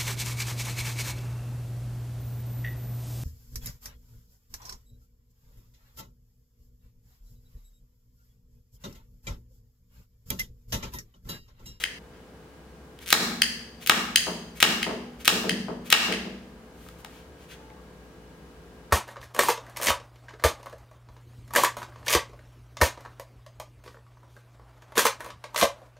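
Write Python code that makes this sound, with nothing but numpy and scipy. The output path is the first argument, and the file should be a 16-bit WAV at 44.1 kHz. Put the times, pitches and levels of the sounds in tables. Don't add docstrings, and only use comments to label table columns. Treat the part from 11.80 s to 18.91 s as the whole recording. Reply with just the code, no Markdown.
import sys
import numpy as np
from scipy import signal
from scipy.fft import rfft, irfft
from scipy.io import wavfile
from scipy.ndimage import uniform_filter1d

SR = 44100
rng = np.random.default_rng(int(sys.argv[2]) if len(sys.argv) > 2 else 0)


def inscribe(sig):
    pcm = np.round(np.clip(np.atleast_2d(sig).T, -1, 1) * 32767)
    wavfile.write(sys.argv[1], SR, pcm.astype(np.int16))


N = 313536
T = np.arange(N) / SR
HIT = np.arange(2048) / SR


def from_db(db):
    return 10 ** (np.asarray(db) / 20)


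def rms_one(x):
    return x / np.sqrt(np.mean(x ** 2) + 1e-20)


def unit_energy(x):
    return x / np.sqrt(np.sum(x ** 2, axis=-1, keepdims=True) + 1e-20)


def at_hz(points, hz):
    f, value = np.transpose(points)
    return np.interp(np.log(hz + 1e-9), np.log(f), value)


def add(track, s, sound):
    start = max(round(s * SR), 0)
    part = track[..., start:start + sound.shape[-1]]
    part += sound[..., :part.shape[-1]]


def cut(x, hz, kind, order=2):
    return signal.sosfilt(signal.butter(order, hz, kind, fs=SR, output="sos"), x)


def tone(x, bass_db, treble_db, bass_hz=900, treble_hz=4500):
    x = x + (from_db(bass_db) - 1) * cut(x, bass_hz, "low", order=1)
    return x + (from_db(treble_db) - 1) * cut(x, treble_hz, "high", order=1)


def body(force, modes):
    out = 0
    for k, (hz, width_hz, db) in enumerate(modes):
        r = np.exp(-np.pi * width_hz / SR)
        poles = [1, -2 * r * np.cos(2 * np.pi * hz / SR), r * r]
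        ring = (1 - r * r) / 2 * signal.lfilter([1, 0, -1], poles, force)
        out = out + (-1) ** k * from_db(db) * ring
    return out


def notch(x, gaps):
    for hz, width_hz, db in gaps:
        x = x + (from_db(db) - 1) * body(x, [(hz, width_hz, 0)])
    return x


def contact(bounce, gap_s):
    force = signal.unit_impulse(len(HIT))
    for gap in gap_s * np.array([.41, 1]) * rng.uniform(.85, 1.15, 2):
        loop = np.r_[1, np.zeros(int(gap * SR)), bounce]
        force = signal.lfilter(loop[::-1], loop, force)
    return force


def at_level(hit, db):
    return from_db(db) * unit_energy(hit) * np.sqrt(.002 * SR)


# f/Hz, correlation (0-1)
LEFT_RIGHT_LIKENESS = [(60, 0.98), (330, 0.93), (700, 0.67), (1400, 0.23), (2800, 0.052), (8000, 0.027)]


def diffuse(colour, size):
    hz = np.fft.rfftfreq(size, 1 / SR)
    alike = np.clip(at_hz(LEFT_RIGHT_LIKENESS, hz), 0, 1)
    mid, side = rfft(rng.standard_normal((2, size)))
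    stereo = np.sqrt(1 + alike) * mid + np.sqrt(1 - alike) * side * [[1], [-1]]
    return irfft(from_db(at_hz(colour, hz)) * stereo, size)


# f/Hz, relative level/dB
AIR_COLOUR = [(15, -57), (25, -20), (35, -25), (49, -8.5), (70, -1.5), (87, -13), (157, -6), (405, -11.5),
              (439, -15), (575, -15), (1480, -21), (1610, -23.5), (1740, -23.5), (2990, -29),
              (16000, -42.5)]
# f/Hz, rms level/dB
FAN_HUM = [(57.5, -57), (166.9, -62), (441.4, -59.5), (500.6, -61.5), (1620, -69.5), (2945, -76)]


def background(air_db=-50, waver_hz=5.8):
    out = from_db(air_db) * rms_one(diffuse(AIR_COLOUR, size=N))
    knots = np.arange(0, T[-1] + 1, 1 / 16)
    for hz, db in FAN_HUM:
        pitch = hz + waver_hz * np.interp(T, knots, rng.standard_normal(len(knots)))
        hum = np.sin(2 * np.pi * np.cumsum(pitch) / SR)
        out = out + from_db(db) * np.sqrt(2) * hum
    return out


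# f/Hz, width/Hz, level/dB
WOOD_GRAIN = [(1342, 620, -2.5), (2430, 840, 2), (3298, 706, 2), (4290, 1500, -5), (6260, 1016, -2),
              (9330, 6300, -6), (14600, 4800, -7.5)]


def rubbing(rows):
    out = np.zeros(N)
    t = np.arange(-SR // 5, SR // 5) / SR
    for s, half_s, db, treble_db in rows:
        roughness = from_db(1.7 * rng.standard_normal(len(t)))
        grains = rng.standard_normal(len(t)) * roughness
        wood = rms_one(tone(body(grains, WOOD_GRAIN), 0, treble_db))
        rub = from_db(db) * wood * np.exp(-(t / half_s) ** 2)
        add(out, s + t[0], rub[t >= -s])
    return out


# middle t/s, half length/s, level/dB, treble/dB
GRIP_RUBS = [(0.013, 0.033, -39, -6), (5.05, 0.09, -59.5, 1), (5.2, 0.021, -58, 10),
             (5.355, 0.079, -58.5, -7), (5.625, 0.041, -59.5, -8), (5.72, 0.029, -49, -10)]


def grip_rubs():
    return rubbing(GRIP_RUBS)


def blows(rows, modes, gaps, ring_width_hz, bounce, gap_s):
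    out = np.zeros((2, N))
    for s, db, ring_hz, ring_db, damped_hz, damped_db, bass_db, treble_db, room_db in rows:
        wood = body(contact(bounce, gap_s), modes)
        wood = wood + body(wood, [(ring_hz, ring_width_hz, ring_db)])
        wood = notch(wood, list(gaps) + [(damped_hz, 800, damped_db)])
        hit = at_level(tone(wood, bass_db, treble_db), db)
        add(out, s, hit * from_db([[0], [room_db]]))
    return out


# t/s, level/dB, local ring f/Hz, ring level/dB,
# damped region f/Hz, damping/dB, bass/dB, treble/dB, room send/dB
TRIGGER_CLACKS = [(.0378, -15.5, 2160, -5, 4380, -3.5, 10.5, -0.5, -1.5),
                  (1.6186, -8.5, 4564, 0, 3840, -8.5, 6, 3, 0),
                  (2.3583, -5.5, 6500, -2.5, 5780, -5, -6, 7, -0.5),
                  (3.0285, -18, 2210, 4, 4200, -1, -14, -1.5, 2),
                  (3.6935, -15.5, 1850, -9, 3700, -1, -0.5, -3, 1.5),
                  (4.1235, -18, 2690, 3, 4710, -3.5, 5, -3.5, 2.5),
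                  (4.3235, -22.5, 2220, 5.5, 4780, 0, 5, -1, 6)]
# f/Hz, width/Hz, level/dB
TRIGGER_MODES = [(1705, 230, -1), (2076, 220, -1), (2610, 260, -1), (3151, 180, 3.5), (4040, 300, -6),
                 (4770, 320, -2.5), (6390, 450, -10), (7770, 770, -14), (9250, 700, -10.5),
                 (10700, 840, -13), (15000, 1100, -17.5)]


def trigger_clacks():
    return blows(TRIGGER_CLACKS, TRIGGER_MODES, [], ring_width_hz=450, bounce=0.72, gap_s=0.00049)


# f/Hz, time to fall 60 dB/s
ROOM_DECAY = [(100, 1), (230, 1.07), (500, .65), (1000, 0.7), (2500, 0.66), (5000, 0.65), (9000, 0.52),
              (16000, 0.6)]
# f/Hz, relative level/dB
TAIL_COLOUR = [(60, 1.5), (130, 2), (200, 4), (400, 1), (800, 2), (1500, -2), (3000, -2.5), (6000, 1.5),
               (10000, -3.5), (16000, -6.5)]
# f/Hz, time to fall 60 dB/s, level/dB
STANDING_WAVES = [(169, 1.5, -54), (193.8, 0.97, -51), (224.7, 1.4, -49.5), (242.2, 1.55, -54.5),
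                  (336, 0.69, -56.5)]
# delay t/s, level/dB
NEAR_ECHOES = [(.0028, -10.5), (0.013, -12), (0.0172, -14.5), (0.022, -14.5)]


def room_response(tail_db=-1.0, build_s=0.0043, scatter_s=0.00071):
    t = T[:65536]
    hz = np.fft.rfftfreq(len(t), 1 / SR)
    noise = rfft(diffuse(TAIL_COLOUR, size=len(t)))
    centres = np.array(ROOM_DECAY)[:, 0]
    out = np.zeros((2, len(t)))
    for share, (_, t60) in zip(np.eye(len(centres)), ROOM_DECAY):
        band = irfft(noise * at_hz(np.c_[centres, share], hz))
        even_energy = np.sqrt(np.log(1000) / (t60 * SR))
        out += band * from_db(-60 * t / t60) * even_energy
    out *= from_db(tail_db) * (1 - np.exp(-(t / build_s) ** 2))
    for delay_s, db in NEAR_ECHOES:
        smear = diffuse(TAIL_COLOUR, size=len(HIT)) * np.exp(-HIT / scatter_s)
        add(out, delay_s, from_db(db) * unit_energy(smear))
    for mode_hz, t60, db in STANDING_WAVES:
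        wave = np.sin(2 * np.pi * (mode_hz * t + rng.random()))
        out += from_db(db) * wave * np.exp(-np.log(1000) * t / t60)
    return out


def near_field(x, side_db, spread_s):
    burst = rng.standard_normal(len(HIT)) * np.exp(-HIT / spread_s)
    scatter = from_db(side_db) * unit_energy(cut(burst, 900, "high", order=1))
    side = signal.oaconvolve(x, scatter)[:N]
    return np.array([x + side, np.roll(x - side, 1)])


# t/s, level/dB, local ring f/Hz, ring level/dB, bass/dB, treble/dB
FINGER_TAPS = [(1.189, -44, 3200, 8, -10, 3), (5.064, -48, 1080, 14, 11, -7), (5.087, -43, 1220, 9, 2, 12),
               (5.2468, -34.5, 820, 12.5, 3.5, 8.5), (5.901, -50.5, 2140, 13, -6, -13)]
# f/Hz, width/Hz, level/dB
FRAME_MODES = [(91.8, 50, -16.5), (340, 284, -12), (810, 130, -5), (1233, 220, -2), (1628, 174, 1.5),
               (1874, 140, 1), (2198, 290, -0.5), (2847, 257.2, 0), (3264, 267, -2), (3780, 670, -4.5),
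               (5375, 770, -9), (6680, 1520, -11), (8800, 3500, -13.5), (14120, 4300, -17)]


def taps(ring_width_hz=230):
    out = np.zeros(N)
    for s, db, ring_hz, ring_db, bass_db, treble_db in FINGER_TAPS:
        wood = body(contact(bounce=0.77, gap_s=0.00025), FRAME_MODES)
        wood = wood + body(wood, [(ring_hz, ring_width_hz, ring_db)])
        add(out, s, at_level(tone(wood, bass_db, treble_db), db))
    return out


def slip(db, treble_db):
    wood = body(contact(bounce=0.85, gap_s=.0002), WOOD_GRAIN)
    ring_hz = 3405 * np.exp(0.4 * rng.standard_normal())
    wood = wood + body(wood, [(ring_hz, 500, 2)])
    return at_level(tone(wood, 0, treble_db), db)


def slip_run(length_s, db, treble_db, end_lead_s=.0155, rise_db_per_s=219, count=16):
    gaps = 0.0054 * np.exp(.35 * rng.standard_normal(count))
    leads = length_s - (np.cumsum(gaps) - gaps[0])
    levels = db + 3 * rng.standard_normal(count) - rise_db_per_s * (leads - end_lead_s)
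    levels[0] += 2.5
    slips = [slip(level_db, treble_db) for level_db in levels]
    return [(lead_s, sound) for lead_s, sound in zip(leads, slips) if lead_s > end_lead_s]


# take-up lead/s, take-up level/dB, creak start lead/s, creak level/dB,
# creak treble/dB, catch level/dB, band slide level/dB
TRIGGER_PULLS = [(.1, -48.5, .0665, -28, 1, -20.5, -28.5), (0.068, -45, 0.034, -28, 1, -19.5, -37.5),
                 (0.053, -47.5, 0.024, -26.5, -1, -33, -29.5), (.064, -48, .03, -30.5, -1, -24.5, -37.5),
                 (0.056, -46.5, .0245, -30.5, 5, -21.5, -26)]


def trigger_pulls():
    out = np.zeros(N)
    for (s, *_), pull in zip(BAND_SHOTS, TRIGGER_PULLS):
        take_up_s, take_up_db, creak_s, creak_db, treble_db, catch_db, slide_db = pull
        for lead_s, sound in slip_run(creak_s, creak_db, treble_db):
            add(out, s - lead_s, sound)
        add(out, s - 0.023, slip(catch_db, treble_db=6.5))
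        take_up = (s - take_up_s, .018, take_up_db, -4)
        slide = (s - .008, 0.0095, slide_db, -12)
        out += rubbing([take_up, slide])
    return out


# t/s, level/dB, ring of this stretch f/Hz, ring level/dB,
# damped region f/Hz, damping/dB, bass/dB, treble/dB, room send/dB
BAND_SHOTS = [(1.3270, 0.5, 4076, -1.5, 2858, -8.5, 5, 5, -1),
              (2.0962, -2, 1170, -6.5, 4600, -3, 1.5, -2, 0),
              (2.8267, -1, 2900, -5.5, 1100, -1.5, 2.5, 0, 0.5),
              (3.4778, -3, 2570, -4.5, 2080, -5.5, 0, 2.5, 0),
              (4.1261, 2, 2700, -5.5, 1450, -1.5, -5.5, -4.5, 0.5)]
# f/Hz, width/Hz, level/dB
FRAME_DIPS = [(173, 70, -3.5), (584, 81, -2.5), (928, 200, -3), (1520, 140, -4.5), (2050, 160, -7.5),
              (3560, 180, -1), (11000, 2500, -2)]


def band_cracks():
    return blows(BAND_SHOTS, FRAME_MODES, FRAME_DIPS, ring_width_hz=320, bounce=0.85, gap_s=.00045)


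# t/s, level before distance/dB, softness cut-off f/Hz,
# first bounce/s, loss per bounce/dB
CARD_FALLS = [(1.395, -22, 353, 0.082, 6.5), (2.16, -26, 302, 0.042, 15), (2.468, -19, 1600, .013, 3.5),
              (2.871, -22, 401.4, 0.056, 11.5), (3.065, -17.5, 1130, .025, 2.5),
              (3.52, -17.5, 420.5, 0.033, 10.5), (3.641, -17, 650, .02, 10), (3.705, -20, 197, 0.032, 8.5),
              (3.883, -19.5, 1030, .025, 9), (4.284, -19.5, 566, .021, 3.5), (4.453, -26, 483, 0.035, 15)]
# f/Hz, width/Hz, level/dB
TABLE_MODES = [(110.6, 8.8, -11.5), (190, 55, -6.5), (266, 75, -4), (340, 97, -1), (433, 90, 1),
               (565.5, 260, -2), (834, 730, -3), (1270, 580, -3), (1990, 1300, -15.5)]


def cards(count=3):
    out = np.zeros(N)
    for s, db, soft_hz, bounce_s, loss_db in CARD_FALLS:
        for k in range(count):
            force = cut(contact(bounce=0.84, gap_s=0.0025), soft_hz, "low")
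            add(out, s, at_level(body(force, TABLE_MODES), db - k * loss_db))
            s += bounce_s * .85 ** k
    return out


# middle t/s, half length/s, f/Hz, glide/(Hz per s), level/dB
SKIN_SQUEAKS = [(5.869, 0.077, 868, 54, -56), (5.961, 0.053, 1117, 678, -59)]


def squeaks(flutter=0.45, waver_hz=13):
    out = np.zeros(N)
    t = np.arange(-SR // 6, SR // 6) / SR
    for s, half_s, hz, glide, db in SKIN_SQUEAKS:
        grip, waver = rms_one(cut(rng.standard_normal((2, len(t))), 43, "low"))
        squeak = np.sin(2 * np.pi * np.cumsum(hz + glide * t + waver_hz * waver) / SR)
        swell = (1 + flutter * grip) * np.exp(-(t / half_s) ** 2)
        add(out, s + t[0], from_db(db) * squeak * swell)
    return out


def scene():
    friction = cut(trigger_pulls() + grip_rubs(), 1200, "high")
    handling = friction + taps() + squeaks()
    direct, sent = band_cracks() + trigger_clacks() + handling * from_db([[0], [-1.5]])
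    table = cards()
    room_feed = sent + from_db(-3.0) * table
    room = signal.fftconvolve(room_feed[None], room_response(), axes=1)[:, :N]
    sound = near_field(direct + from_db(-5.5) * table, side_db=-4.0, spread_s=0.0021) + room
    sound = sound * np.interp(T, [.185, .195, .33, .335], [1, 0, 0, 1])
    return (sound + background()) * from_db([[0.44], [-0.44]])


def record(dry, threshold_db=-7.0, release_db_per_s=65, attack_s=0.0017, top=0.69):
    power = np.abs(uniform_filter1d(np.mean(dry ** 2, axis=0), size=48))
    over_db = np.maximum(10 * np.log10(power + 1e-12) - threshold_db, 0)
    released_db = release_db_per_s * T
    held_db = np.maximum.accumulate(over_db + released_db) - released_db
    r = np.exp(-1 / (attack_s * SR))
    duck_db = signal.lfilter([1 - r], [1, -r], held_db)
    overloaded = np.clip(dry * from_db(-duck_db), -top, top)
    top_cut = signal.ellip(10, .1, 80, 16000, fs=SR, output="sos")
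    return signal.sosfilt(top_cut, overloaded)


dry = scene()
out = record(dry)
inscribe(out)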